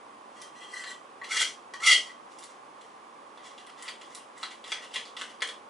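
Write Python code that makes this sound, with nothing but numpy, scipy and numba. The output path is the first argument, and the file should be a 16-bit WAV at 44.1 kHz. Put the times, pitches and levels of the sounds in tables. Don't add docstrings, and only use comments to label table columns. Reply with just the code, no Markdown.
import sys
import numpy as np
from scipy import signal
from scipy.fft import rfft, irfft, next_fast_len
from scipy.io import wavfile
from numba import njit

SR = 44100
rng = np.random.default_rng(int(sys.argv[2]) if len(sys.argv) > 2 else 0)


def boost_factor(decibels):
    exponent = np.asarray(decibels, float) / 20
    return 10 ** exponent


def unload_audio(sound):
    columns = np.transpose(np.atleast_2d(sound))
    steps = np.round(np.clip(columns, -1, 1) * 32767)
    wavfile.write(sys.argv[1], SR, steps.astype(np.int16))


N = 250929

# (frequency [Hz], density [dB per Hz])
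HUM_MID = [(25, -31), (75, -31), (110, -18), (185, -14), (225, -5), (520, -4.5), (800, 2), (1130, -0.5),
           (1300, -8.5), (1550, -11.5), (2500, -16.5), (3500, -19), (3900, -23.5), (11500, -29.5)]
# (frequency [Hz], density [dB per Hz])
HUM_SIDE = [(15, -84.5), (25, -58), (216, -28), (279, -21.5), (420, -22), (466, -13.5), (543, -23),
            (907, -4.5), (1370, -20.5), (1860, -22.5), (2010, -24), (2400, -25.5), (4570, -35),
            (10600, -43.5), (11500, -44), (15000, -86), (22000, -120)]
# (frequency [Hz], width [Hz], level [dB], not used)
HUM_PEAKS = [(584, 114, -3), (1046, 206, 0)]

# (time [s], upper modes [dB], second mode [Hz])
SMEARS = [
    [(.3, -79, 1960), (.39, -55, 2020), (.43, -55, 1980), (.47, -62.5, 1990), (.51, -77, 2000)],
    [(.55, -59.5, 1990), (.64, -53.5, 2060), (.67, -59, 2010), (.72, -49.5, 2030), (.745, -43.5, 1990),
     (.8, -43, 1990), (.84, -55.5, 1900), (.905, -42.5, 1973), (.96, -81, 1980)],
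]
# (time [s], upper modes [dB], second mode [Hz])
STROKES = [
    [(1.235, -52, 2000), (1.275, -59, 1980), (1.296, -47.5, 2166), (1.319, -36.5, 2140),
     (1.38, -34.5, 2050), (1.4, -28, 1990), (1.421, -23.5, 2030), (1.44, -52, 2030), (1.5, -50, 2050)],
    [(1.8, -50.5, 1990), (1.832, -45.5, 2160), (1.85, -29, 2090), (1.872, -23.5, 2055), (1.935, -22, 1990),
     (1.948, -49, 1900), (1.99, -63, 1830), (2.065, -58, 1950), (2.12, -60, 1950)],
]
# (level at FIRM_DB [dB], change with level [dB per dB], change with bend [dB per 100 Hz])
SMEAR_MIX = [(-5.5, -0.19, -2.5), (-9, -0.33, 0), (2.5, 0.46, -4.1)]
STROKE_MIX = [(-1, -0.033, 3.3), (-12, -0.28, 11.8), (-0.5, -0.12, 4.6)]
FIRM_DB = -35.5
REST_HZ = 2020
# (frequency [Hz], width [Hz], level [dB])
BLADE_LIGHT = [(1178, 23, 0), (1513, 34, -19), (1990, 59, -3), (2670, 41, -16), (3200, 46, 6.5),
               (3600, 64, -15), (4130, 82, -6.5), (4210, 140, -9), (5080, 78, -12), (5130, 140, -18),
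               (6100, 88, -15), (7570, 110, -11.5)]
# (frequency [Hz], width [Hz], level [dB])
BLADE_FLAT = [(1225, 95, 0), (1457.4, 137, -9.5), (1950, 142, 2), (2030, 118, 5), (2250, 65, -13),
              (2740, 47, -5), (3000, 61, 0), (3224, 62, 4.5), (3210, 48, -18), (4070, 57, -32),
              (4320, 92, -5.5), (4550, 140, -9), (6000, 190, -20), (6800, 68, -36)]
# (frequency [Hz], width [Hz], level [dB])
BLADE_EDGE = [(1130, 22, 0), (1930, 165, 0.5), (2330, 41, -2), (2786, 260, 13), (3170, 24, 22.5),
              (3400, 170, 11.5), (4600, 28, -1), (4720, 48, 8.5), (6300, 20, -73), (6600, 120, -21)]
# (frequency [Hz], density [dB per Hz])
GRIT = [(300, -49), (700, -92), (1300, -10), (2500, -3), (3700, -9.5), (6000, -4), (8000, -9),
        (10500, -13.5), (13000, 4)]

# (frequency [Hz], T60 [s])
ROOM_T60 = [(300, 0.62), (1000, 0.23), (3000, 0.26), (7000, 0.27), (11000, 0.25)]
# (frequency [Hz], side over mid [dB])
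ROOM_SIDE = [(300, -10), (900, -7), (2500, -12), (6000, -9), (11000, -8.5)]
# (delay [s], level [dB])
ECHOES = [(.0046, -1), (.0066, -11.5), (.0092, -30)]

# (time [s], peak [dB], upper modes over peak [dB])
LANDINGS = [
    (0.4163, -61, -1),
    (1.215, -38, -21),
    (1.737, -37, -12.5),
    (1.8017, -44.5, -12),
]
# (frequency [Hz], level [dB], T60 [s])
BLADE_FREE = [(1122, 2.5, 0.11), (1880, -1.5, 0.067), (1876, 7, 0.034), (3200, -1.5, 0.053),
              (3390, -28, .05), (4090, -5, 0.037), (5370, -22, 0.041), (6200, -12, .05), (6870, -5, .04),
              (7730, -24, .04)]
# (time [s], peak [dB], blade ring [Hz], crack over peak [dB])
TICKS = [(0.416, -45.5, 4210, 6.5), (1.368, -26, 4600, -12), (1.7362, -35, 3000, -7),
         (2.069, -46.5, 4630, -4), (2.3865, -53, 4150, 8), (2.4253, -41, 3630, -4),
         (2.437, -40.5, 3720, -2.5), (2.8099, -48.5, 3160, -10), (3.6652, -45.5, 3280, -8),
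         (3.8234, -40.5, 3550, 2.5), (4.148, -37.5, 4000, 2), (4.3778, -53, 3260, 3.5),
         (4.675, -37.5, 3600, -8), (4.9401, -33, 3800, -3.5), (5.053, -40.5, 4560, -17),
         (5.405, -38.5, 4750, -14), (5.4717, -44.5, 3310, 3.5)]
# (time [s], peak [dB], blade ring [Hz], board knock [Hz], knock over peak [dB])
TAPS = [(0.8375, -33.5, 4260, 1820, -4.5), (1.242, -35, 3160, 1880, -8.5), (1.2482, -56, 2500, 2480, -1),
        (3.3729, -46, 3530, 1220, -9), (3.578, -39, 3120, 2350, -18), (3.695, -44, 2840, 1250, -7),
        (3.879, -32, 4600, 2270, -5.5), (3.8856, -28, 3130, 2540, -17), (4.012, -35.5, 2970, 1930, -35),
        (4.4295, -25.5, 4000, 1240, -6.5), (4.64, -34.5, 3240, 1950, -33), (4.718, -19, 3400, 2230, -7.5),
        (4.9585, -19.5, 3310, 2400, -15), (5.1656, -29.5, 3200, 1930, -31), (5.212, -26.5, 3360, 1670, -6),
        (5.419, -20.5, 3170, 1800, -5.5), (5.4874, -29, 3370, 1850, -13)]
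# (firmest contact [s], slide-in [s], ring [dB], dry hiss over ring [dB])
DABS = [(2.31, .02, -68, 17), (2.39, 0.065, -65.5, 17), (2.43, .03, -69, -1), (2.5, .05, -66, 16),
        (2.815, .01, -58.5, 9.5), (3.41, 0.061, -55, -36), (3.46, 0.032, -49, 7), (3.51, .06, -55, -3),
        (3.6, 0.093, -61, 8), (3.68, 0.037, -55.5, -16), (3.79, 0.027, -51, 4), (3.86, 0.064, -43.5, -1),
        (3.9, .02, -59, -2.5), (4.035, .015, -56, -11), (4.13, 0.22, -54, 4), (4.17, .02, -51.5, -14),
        (4.416, 0.069, -49, 6.5), (4.45, .02, -43.5, -14), (4.51, .01, -44.5, 0), (4.66, 0.023, -51, 1),
        (4.707, 0.072, -46.5, 3), (4.75, .02, -44.5, -8), (4.828, 0.025, -44.5, 1),
        (4.952, 0.038, -38.5, 4.5), (4.99, 0.018, -54, -17), (5.06, 0.037, -51, 5), (5.192, .02, -38, 0),
        (5.24, .02, -52, -15), (5.3, 0.031, -46, -4), (5.495, 0.026, -57, -3)]


def rms_one(x):
    return x / np.sqrt(np.mean(x ** 2) + 1e-20)


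def at_hz(points, hz):
    table_hz, values = np.array(points)[:, 0], np.array(points)[:, 1]
    return np.interp(np.log(np.maximum(hz, 1)), np.log(table_hz), values)


def colour(x, spectrum):
    size = next_fast_len(N)
    gain = boost_factor(at_hz(spectrum, np.fft.rfftfreq(size, 1 / SR)))
    return rms_one(irfft(rfft(x, size) * gain, size)[:N])


def band(x, low_hz, high_hz):
    return signal.sosfilt(signal.butter(2, [low_hz, high_hz], "band", fs=SR, output="sos"), x)


def band_one(x, low_hz, high_hz):
    return x / np.sqrt(np.mean(band(x, low_hz, high_hz) ** 2))


def drift(rate_hz):
    r = np.exp(-2 * np.pi * rate_hz / SR)
    slow = signal.lfilter([1], [1, -2 * r, r * r], rng.standard_normal(N + SR))
    return rms_one(slow[SR:])


@njit
def ring(force, turn, bend, r):
    out, state = np.zeros(len(force)), 0j
    for i in range(len(force)):
        state = state * r * np.exp(1j * turn * bend[i]) + force[i]
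        out[i] = state.imag
    return out


def resonate(force, modes, bend, widen, wander_db):
    rows = []
    for k, (hz, width_hz, level_db) in enumerate(modes):
        r = np.exp(-np.pi * width_hz * widen / SR)
        strength = boost_factor(level_db + wander_db * drift(13.8))
        drive = force * strength * (1 - r) * (-1) ** k
        shift = bend if hz < 2500 else np.sqrt(bend)
        rows.append(ring(drive, 2 * np.pi * hz / SR, shift, r))
    return np.array(rows)


def fan_hum():
    mid_db, side_db = -51.5, -54
    mid = colour(rng.standard_normal(N), HUM_MID)
    side = colour(rng.standard_normal(N), HUM_SIDE)
    peaks = [(hz, width_hz, 0) for hz, width_hz, _ in HUM_PEAKS]
    mid = rms_one(mid + 1.2 * sum(resonate(mid, peaks, np.ones(N), widen=1.0, wander_db=0)))
    side = boost_factor(side_db) * side - 0.65 * boost_factor(mid_db) * band(mid, 770, 1900)
    mid = boost_factor(mid_db) * mid
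    return boost_factor(0.048 * drift(21)) * np.array([mid + side, mid - side])


def contact(tables, mix):
    rows = []
    for table in tables:
        before = (table[0][0] - .006, -95, table[0][2])
        after = (table[-1][0] + .006, -95, table[-1][2])
        rows += [before, *table, after]
    s, *columns = np.transpose(rows)
    level_db, hz = [np.interp(np.arange(N) / SR, s, c) for c in columns]
    firmness_db, bend = level_db - FIRM_DB, (hz - REST_HZ) / 100
    over_db = [base + per_db * firmness_db + per_bend * bend for base, per_db, per_bend in mix]
    return level_db, *over_db, hz


def grit_clicks(per_s, spread_db, lumpy_db):
    sizes = boost_factor(spread_db * np.minimum(rng.exponential(1, N), 5)) * rng.choice([-1, 1], N)
    hits = rng.random(N) < per_s / SR
    return rms_one(sizes * hits * boost_factor(lumpy_db * drift(81)))


def scrape(upper_db, hiss_db, first_db, second_db, modes, bend, per_s, widen, ring_trim_db, hiss_trim_db):
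    clicks = grit_clicks(per_s, spread_db=1.5, lumpy_db=2.7)
    rows = resonate(clicks, modes, bend, widen, wander_db=4.0)
    hz = np.array(modes)[:, 0]
    first = rms_one(rows[0])
    second = rms_one(sum(rows[(hz > 1450) & (hz < 2500)]))
    upper = band_one(sum(rows[hz > 2500]), 2600, 4500)
    rung = upper + boost_factor(first_db) * first + boost_factor(second_db) * second
    hiss = band_one(colour(clicks, GRIT), 5000, 11000)
    return boost_factor(upper_db + ring_trim_db) * rung + boost_factor(upper_db + hiss_db + hiss_trim_db) * hiss


def room(x, wet_db):
    t = np.arange(SR // 2) / SR
    tail, edges = 0, 200 * 2 ** np.arange(0, 6.1, .5)
    for low, high in zip(edges, edges[1:]):
        hz = np.sqrt(low * high)
        decay = boost_factor(-60 * t / at_hz(ROOM_T60, hz))
        spread = boost_factor([[0], [at_hz(ROOM_SIDE, hz)]])
        tail = tail + band(rng.standard_normal((2, len(t))), low, high) * decay * spread
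    tail *= 1 - np.exp(-(t / 0.0011) ** 2)
    mid, side = tail / np.sqrt(np.sum(tail[0] ** 2)) * boost_factor(wet_db)
    mid[0] = 1
    for lag, level_db in ECHOES:
        mid[round(lag * SR)] += boost_factor(level_db)
    return np.array([signal.fftconvolve(x, h)[:N] for h in (mid + side, mid - side)])


def landings():
    out, at = np.zeros(N), [round(row[0] * SR) for row in LANDINGS]
    _, peak_db, upper_db = np.transpose(LANDINGS)
    for hz, level_db, t60 in BLADE_FREE:
        force = np.zeros(N)
        balance_db = (hz > 2500) * (upper_db + 15.5)
        force[at] = boost_factor(peak_db + level_db - 10.5 + balance_db + rng.normal(0, 0.9, len(at)))
        force = signal.lfilter([.3], [1, -.7], force + 1e-18) * 1.62
        out += ring(force, 2 * np.pi * hz / SR, np.ones(N), boost_factor(-60 / (t60 * SR)))
    return out


def ticks_and_taps():
    tap_crack_db, tick_knock_hz, tick_knock_db = -20.5, 2050, -16.5
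    out, t = np.zeros(N), np.arange(1600) / SR
    touches = [(*row, tap_crack_db) for row in TAPS]
    touches += [(s, db, hz, tick_knock_hz, tick_knock_db, crack_db) for s, db, hz, crack_db in TICKS]
    rise = 1 - np.exp(-t / 0.00012)
    thud = 0.55 * np.sin(2 * np.pi * 820 * t) * rise * np.exp(-t / 0.0003)
    for s, peak_db, ring_hz, knock_hz, knock_db, crack_db in touches:
        noise, grains = rng.standard_normal((2, len(t)))
        tone = 1.19 * np.sin(2 * np.pi * ring_hz * t) * rise * np.exp(-t / 0.0009)
        knock = np.sin(2 * np.pi * knock_hz * t) * rise * np.exp(-t / 0.00096)
        crack = band((t == 0) * 5.7 + noise * np.exp(-t / 0.00026), 4500, 16500)
        skid = 0.2 * band(grains ** 3, 450, 4920) * rise * np.exp(-t / 0.0036)
        touch = tone + skid + boost_factor(knock_db + 7.0) * (thud - knock) + boost_factor(crack_db + 4.5) * crack
        at = round((s + .001) * SR)
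        out[at:at + len(t)] += boost_factor(peak_db) * touch[:N - at]
    return out


def squeak():
    start_s, end_s, start_hz, end_hz, width_hz, level_db = .84, 0.97, 4000, 3400, 120, -56
    way = np.clip((np.arange(N) / SR - start_s) / (end_s - start_s), 0, 1)
    hz = start_hz + way * (end_hz - start_hz)
    clicks = grit_clicks(5000, spread_db=4.0, lumpy_db=1.0)
    tone = ring(clicks, 2 * np.pi / SR, hz, np.exp(-np.pi * width_hz / SR))
    return boost_factor(level_db) * rms_one(tone) * np.sqrt(np.abs(np.sin(np.pi * way)))


def dabs():
    slide_in_db, lift_db_per_s = 19, 291
    t, rung, hiss = np.arange(0, N + 32, 32) / SR, 1e-12, 1e-12
    for s, slide_s, ring_db, hiss_db in DABS:
        swell_db = slide_in_db * (s - t) / max(slide_s, .003)
        fade_db = lift_db_per_s * (t - s)
        power = boost_factor(ring_db - np.maximum(swell_db, fade_db)) ** 2
        rung = rung + power
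        hiss = hiss + power * boost_factor(hiss_db) ** 2
    return [np.interp(np.arange(N) / SR, t, 10 * np.log10(p)) for p in (rung, hiss / rung)]


def scene():
    *light_db, light_hz = contact(SMEARS, SMEAR_MIX)
    *stroke_db, stroke_hz = contact(STROKES, STROKE_MIX)
    ring_db, hiss_db = dabs()
    knife = scrape(*light_db, BLADE_LIGHT, np.sqrt(light_hz / REST_HZ), per_s=7000, widen=0.87,
                   ring_trim_db=-6.0, hiss_trim_db=-6.5)
    knife += scrape(*stroke_db, BLADE_FLAT, stroke_hz / REST_HZ, per_s=9000, widen=1.0,
                    ring_trim_db=-7, hiss_trim_db=-7)
    knife += scrape(ring_db, hiss_db, -11.0, 0.094, BLADE_EDGE, np.ones(N), per_s=4000, widen=1.9,
                    ring_trim_db=-11, hiss_trim_db=-15.5)
    knife += landings() + ticks_and_taps()
    knife = band(knife, 450, 16800)
    pan_db = boost_factor([[.15], [-.15]])
    return room(knife, wet_db=2.5) * pan_db + fan_hum() + squeak()


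def low_pass(x):
    return signal.sosfilt(signal.butter(12, 12330, fs=SR, output="sos"), x)


def record(dry):
    cut = signal.sosfilt(signal.ellip(10, .3, 41, 10990, fs=SR, output="sos"), dry)
    cut = signal.sosfilt(signal.cheby2(10, 50, 12400, fs=SR, output="sos"), cut)
    return low_pass(cut)


dry = scene()
out = record(dry)
unload_audio(out)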